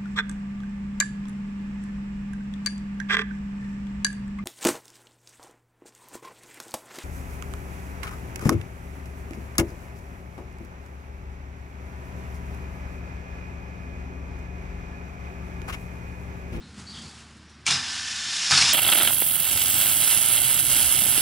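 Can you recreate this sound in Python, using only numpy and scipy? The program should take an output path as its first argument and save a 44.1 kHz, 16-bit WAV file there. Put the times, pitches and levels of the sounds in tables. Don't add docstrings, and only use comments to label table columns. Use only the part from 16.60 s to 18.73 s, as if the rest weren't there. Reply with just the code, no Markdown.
import sys
import numpy as np
from scipy import signal
from scipy.fft import rfft, irfft, next_fast_len
from scipy.io import wavfile
from scipy.ndimage import map_coordinates

SR = 44100
rng = np.random.default_rng(int(sys.argv[2]) if len(sys.argv) > 2 else 0)


def store_pcm(level_fs):
    pcm = np.round(np.clip(level_fs, -1, 1) * 32767).astype(np.int16)
    wavfile.write(sys.argv[1], SR, np.atleast_2d(pcm).T)


N = 93977
T = np.arange(N) / SR

# start_s, level_db, decay_s, tilt_db_per_octave, struck_spot_hz
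SOLE_KNOCKS = [(1.0654, -16, .006, 3, 2280), (1.0771, -20, 0.011, -2, 2800),
               (1.108, -17.5, .009, 2.5, 3560), (1.123, -19.5, 0.0082, -.5, 3620),
               (1.9097, -10.5, 0.0035, -1, 4550), (1.9164, -11, 0.0043, 0, 1660),
               (1.9237, -15.5, 0.0057, -3.5, 1390), (1.935, -19, 0.0081, -1, 1390),
               (1.976, -15, 0.015, -1, 4230), (1.9855, -15.5, .007, -1, 4230),
               (2.012, -17, 0.013, 0.5, 5350), (2.0209, -14.5, 0.0088, 0, 2500)]


def from_db(db):
    return 10 ** (np.asarray(db) / 20)


def rms_one(x):
    return x / np.sqrt(np.mean(x ** 2) + 1e-20)


def in_time(rows):
    time_s, *columns = np.transpose(rows)
    return [np.interp(T, time_s, column) for column in columns]


def colour(x, points, tilt_db=0):
    size = 2 * next_fast_len(len(x))
    octaves = np.log2(np.maximum(np.fft.rfftfreq(size, 1 / SR), 10))
    hz, db = np.transpose(points)
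    curve_db = np.interp(octaves, np.log2(hz), db)
    curve_db = curve_db + tilt_db * np.clip(octaves - np.log2(3000), -2, 2)
    cepstrum = irfft(np.log(from_db(curve_db)))
    cepstrum[1:size // 2] *= 2
    cepstrum[size // 2 + 1:] = 0
    response = np.exp(rfft(cepstrum))
    return irfft(rfft(x, size) * response)[:len(x)]


def noise(points):
    return rms_one(colour(rng.standard_normal(N), points))


def drift(rate_hz):
    r = np.exp(-2 * np.pi * rate_hz / SR)
    smooth = signal.lfilter([1], [1, -2 * r, r * r], rng.standard_normal(2 * N))
    return rms_one(smooth[N:])


def resonate(x, hz, width_hz):
    r = np.exp(-np.pi * width_hz / SR)
    zeros = np.array([1, 0, -1]) * (1 - r * r) / 2
    poles = [1, -2 * r * np.cos(2 * np.pi * hz / SR), r * r]
    return signal.lfilter(zeros, poles, x)


def fade(start_s, decay_s):
    return (T >= start_s) * np.exp(-np.maximum(T - start_s, 0) / decay_s)


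def yard(x, t60):
    tail = rng.standard_normal(N) * from_db(-60 * T / t60)
    for _ in range(3):
        spectrum = rfft(tail)
        flat = irfft(spectrum / np.abs(spectrum), N)
        tail = flat * (T < t60 / 2)
    return signal.fftconvolve(x, tail / np.linalg.norm(tail))[:N]


def friction():
    snags_per_s, snag_db, judder_db, judder_hz = 4200, -5.5, 1, 54.25
    happens = rng.random(N) < snags_per_s / SR
    snags = rms_one(rng.choice([-1, 1], N) * happens)
    rubbing = rng.standard_normal(N)
    return (from_db(snag_db) * snags + rubbing) * from_db(judder_db * drift(judder_hz))


def narrow_rub(hz, width_hz):
    once = resonate(friction(), hz, width_hz)
    return rms_one(resonate(once, hz, width_hz))


def wander(x):
    speed_spread, rate_hz = .007, 5
    shift = np.cumsum(speed_spread * drift(rate_hz))
    return map_coordinates(x, [np.arange(N) + shift], order=3, mode="mirror")


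def sole_scrape():
    # time_s, level_db, tilt_db_per_octave
    sliding = [(1.052, -52, 2), (1.064, -29.5, 0.5), (1.07, -24, 1), (1.115, -23.5, -0.5), (1.15, -27, 0),
               (1.195, -34, -1), (1.34, -31.5, 1.5), (1.43, -33.5, 1.2), (1.53, -31.5, 8),
               (1.59, -32.5, 1.5), (1.71, -30, 3), (1.8, -27.5, 3), (1.9, -25.5, 3), (1.93, -19.5, 1.5),
               (2.02, -20, 1.3), (2.06, -21.5, 1), (2.13, -21, 3)]
    # pitch_hz, width_hz, level_db
    sole_resonances = [(2910, 68, -11), (3550, 150, 0), (4890, 84, -1.5), (5503, 90, 1), (7590, 94, 0.5)]
    # frequency_hz, level_db
    sole_colour = [(100, -12), (280, -15.5), (430, -19.5), (570, -25), (700, -11), (1050, -8), (1500, -4),
                   (2060, -5), (2800, -1.5), (4300, -2.5), (5600, -2), (7200, -7.5), (8200, -13.5),
                   (9800, -16), (11300, -27.5)]
    waver_db = 3
    level_db, tilt_db = in_time(sliding)
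    rub = friction()
    body = rub.copy()
    for hz, width_hz, db in sole_resonances:
        gain = from_db(db + waver_db * np.tanh(drift(3)))
        body += gain * wander(resonate(rub, hz, width_hz))
    dull = rms_one(colour(body, sole_colour, -2))
    bright = rms_one(colour(body, sole_colour, 2))
    share = np.interp(tilt_db, [-2, 2], [0, 1])
    blend = (1 - share) * dull + share * bright
    return from_db(level_db) * blend * (T > sliding[0][0])


def boot_hum():
    # pitch_hz, width_hz, level_db
    boot_resonances = [(1552, 210, -47), (1767, 140, -45.5)]
    hum = sum(from_db(db) * narrow_rub(hz, width_hz) for hz, width_hz, db in boot_resonances)
    return hum * (T > SOLE_KNOCKS[0][0])


def squeal():
    # time_s, level_db
    squeal_level = [(1.095, -42), (1.115, -27.5), (1.18, -35), (1.21, -60), (1.89, -38), (1.95, -33),
                    (2.13, -27.5)]
    pitch_hz, width_hz = 5050, 380
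    level_db = in_time(squeal_level)[0]
    return narrow_rub(pitch_hz, width_hz) * from_db(level_db) * (T > squeal_level[0][0])


def grind():
    return sole_scrape() + boot_hum() + squeal()


def knocks():
    # frequency_hz, level_db
    knock_colour = [(120, -6), (350, -15.5), (570, -18), (760, -2.5), (1100, -0.5), (1500, -1), (2050, -1),
                    (2500, 4), (3200, -5.5), (4900, 2.5), (6000, 1), (8500, -1.5), (11300, -14)]
    crack_share, spot_width_hz, spot_db = 0.35, 340, 10.5
    out = np.zeros(N)
    for start_s, db, decay_s, tilt_db, spot_hz in SOLE_KNOCKS:
        envelope = fade(start_s, decay_s)
        strength = np.linalg.norm(envelope)
        burst = rng.standard_normal(N) * envelope
        burst[int(start_s * SR)] += crack_share * strength
        spot = from_db(spot_db) * resonate(burst, spot_hz, spot_width_hz)
        slap = colour(burst + spot, knock_colour, tilt_db)
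        out += from_db(db) * strength * slap / np.linalg.norm(slap)
    return out


def rail():
    # start_s, thud_db, ring_db
    landings = [(1.068, -42, -41), (1.104, -32.5, -30), (1.913, -30, -21), (2.012, -38.5, -26)]
    # pitch_hz, level_db, t60_s
    rail_modes = [(93, -10, 1), (137.6, 9, 0.22), (176.5, 2, 0.22), (249.1, -11, 1.36), (349.4, -15.5, 0.6),
                  (4890, 2, 0.25), (5320, 0, 0.35)]
    thud_top_hz, thud_rise_s, chatter_s = 600, 0.014, 0.015
    out = np.zeros(N)
    for start_s, thud_db, ring_db in landings:
        for hz, db, t60 in rail_modes:
            level_db, rise_s = (thud_db, thud_rise_s) if hz < thud_top_hz else (ring_db, chatter_s)
            swing = np.sin(2 * np.pi * (hz * T + rng.random()))
            envelope = fade(start_s, t60 / np.log(1000)) - fade(start_s, rise_s)
            out += from_db(level_db + db) * swing * envelope
    return out


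def wheels():
    # time_s, hiss_db, rumble_db
    rolling = [(0, -61, -47.5), (.16, -53.5, -48.5), (.185, -46, -43), (.26, -51.5, -49.5),
               (.37, -45.5, -46), (.46, -46, -43.5), (.53, -50, -66), (.61, -48.5, -63), (.66, -55, -65),
               (.76, -58, -56.5), (.95, -62, -81)]
    # frequency_hz, level_db
    hiss_colour = [(300, -3.5), (550, -7.5), (800, -0.5), (1400, 0), (2600, -3.5), (5000, -1.5), (7600, -4),
                   (9500, -9), (11300, -18)]
    # frequency_hz, level_db
    rumble_colour = [(45, -20), (75, 4.5), (115, -5), (215, 2.5), (320, -13), (500, -20), (1200, -59)]
    # start_s, level_db
    take_off_clicks = [(0.767, -57), (0.896, -57.5)]
    click_hz, click_width_hz, click_decay_s = 7000, 3400, 0.017
    hiss_db, rumble_db = in_time(rolling)
    hiss = from_db(hiss_db) * rms_one(colour(friction(), hiss_colour))
    rumble = from_db(rumble_db) * noise(rumble_colour)
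    click_envelope = sum(from_db(db) * fade(s, click_decay_s) for s, db in take_off_clicks)
    clicks = rms_one(resonate(friction(), click_hz, click_width_hz)) * click_envelope
    return hiss + rumble + clicks


def birds():
    # start_s, length_s, middle_pitch_hz, glide_hz, level_db
    chirps = [(.008, 0.041, 3950, 600, -49), (0.263, 0.058, 4526, 100, -38.5),
              (0.313, 0.055, 4620, -200, -42.5), (0.321, 0.075, 3364, -250, -40.5),
              (0.42, 0.053, 4490, -100, -45.5), (0.574, 0.032, 2920, -100, -49),
              (0.82, 0.15, 5670, 50, -61)]
    warble_hz, warble_rate_hz, echo_t60_s, direct_db = 202, 320, 0.54, -1.5
    out = np.zeros(N)
    for start_s, length_s, pitch_hz, glide_hz, db in chirps:
        along = np.clip((T - start_s) / length_s, 0, 1)
        hz = pitch_hz + glide_hz * (along - .5) + warble_hz * drift(warble_rate_hz)
        envelope = np.sqrt(np.abs(np.sin(np.pi * along)))
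        out += from_db(db) * envelope * np.sin(2 * np.pi * np.cumsum(hz) / SR)
    direct = from_db(direct_db)
    return (direct * out + yard(out, echo_t60_s)) / np.hypot(direct, 1)


def background(waver_db=3):
    # frequency_hz, level_db
    air_colour = [(42, 4), (70, -15), (105, 3.5), (225, -0.5), (330, -6.5), (530, -16.5), (850, -14),
                  (1500, -10.5), (3000, -16), (5400, -17.5), (6300, -38), (11000, -40)]
    # pitch_hz, level_db
    hum_tones = [(75.4, -57), (228, -62)]
    air_db = -51
    out = from_db(air_db) * noise(air_colour)
    for hz, db in hum_tones:
        gain = from_db(db + waver_db * np.tanh(drift(0.59)))
        out += gain * np.sqrt(2) * np.sin(2 * np.pi * hz * T)
    return out


def scene():
    # delay_s, level_db
    wall_echoes = [(.011, -13.5), (.037, -10)]
    # frequency_hz, level_db
    side_colour = [(1300, -61.5), (3000, -32.5), (5000, -19), (9000, -18.5)]
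    yard_t60_s, yard_db, blur_t60_s = 0.81, -8, 0.019
    left_lag_s, pan_db_per_s = .000002, .25
    skate = grind() + knocks()
    echoes = sum(from_db(db) * np.interp(T - delay, T, skate, left=0) for delay, db in wall_echoes)
    reverberation = from_db(yard_db) * yard(skate, yard_t60_s)
    mid = skate + echoes + reverberation + rail() + wheels() + birds() + background()
    side = colour(yard(mid, blur_t60_s), side_colour)
    lag_phase = np.exp(-2j * np.pi * np.fft.rfftfreq(N, 1 / SR) * left_lag_s)
    late = irfft(rfft(mid) * lag_phase, N)
    pan = from_db(pan_db_per_s * T / 2)
    return np.array([(late + side) / pan, (mid - side) * pan])


def record(dry):
    bass_cut_hz, top_cut_hz = 59, 11250
    high_pass = signal.butter(4, bass_cut_hz, "high", fs=SR, output="sos")
    low_pass = signal.ellip(12, .2, 80, top_cut_hz, fs=SR, output="sos")
    return signal.sosfilt(low_pass, signal.sosfilt(high_pass, dry))


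dry = scene()
out = record(dry)
store_pcm(out)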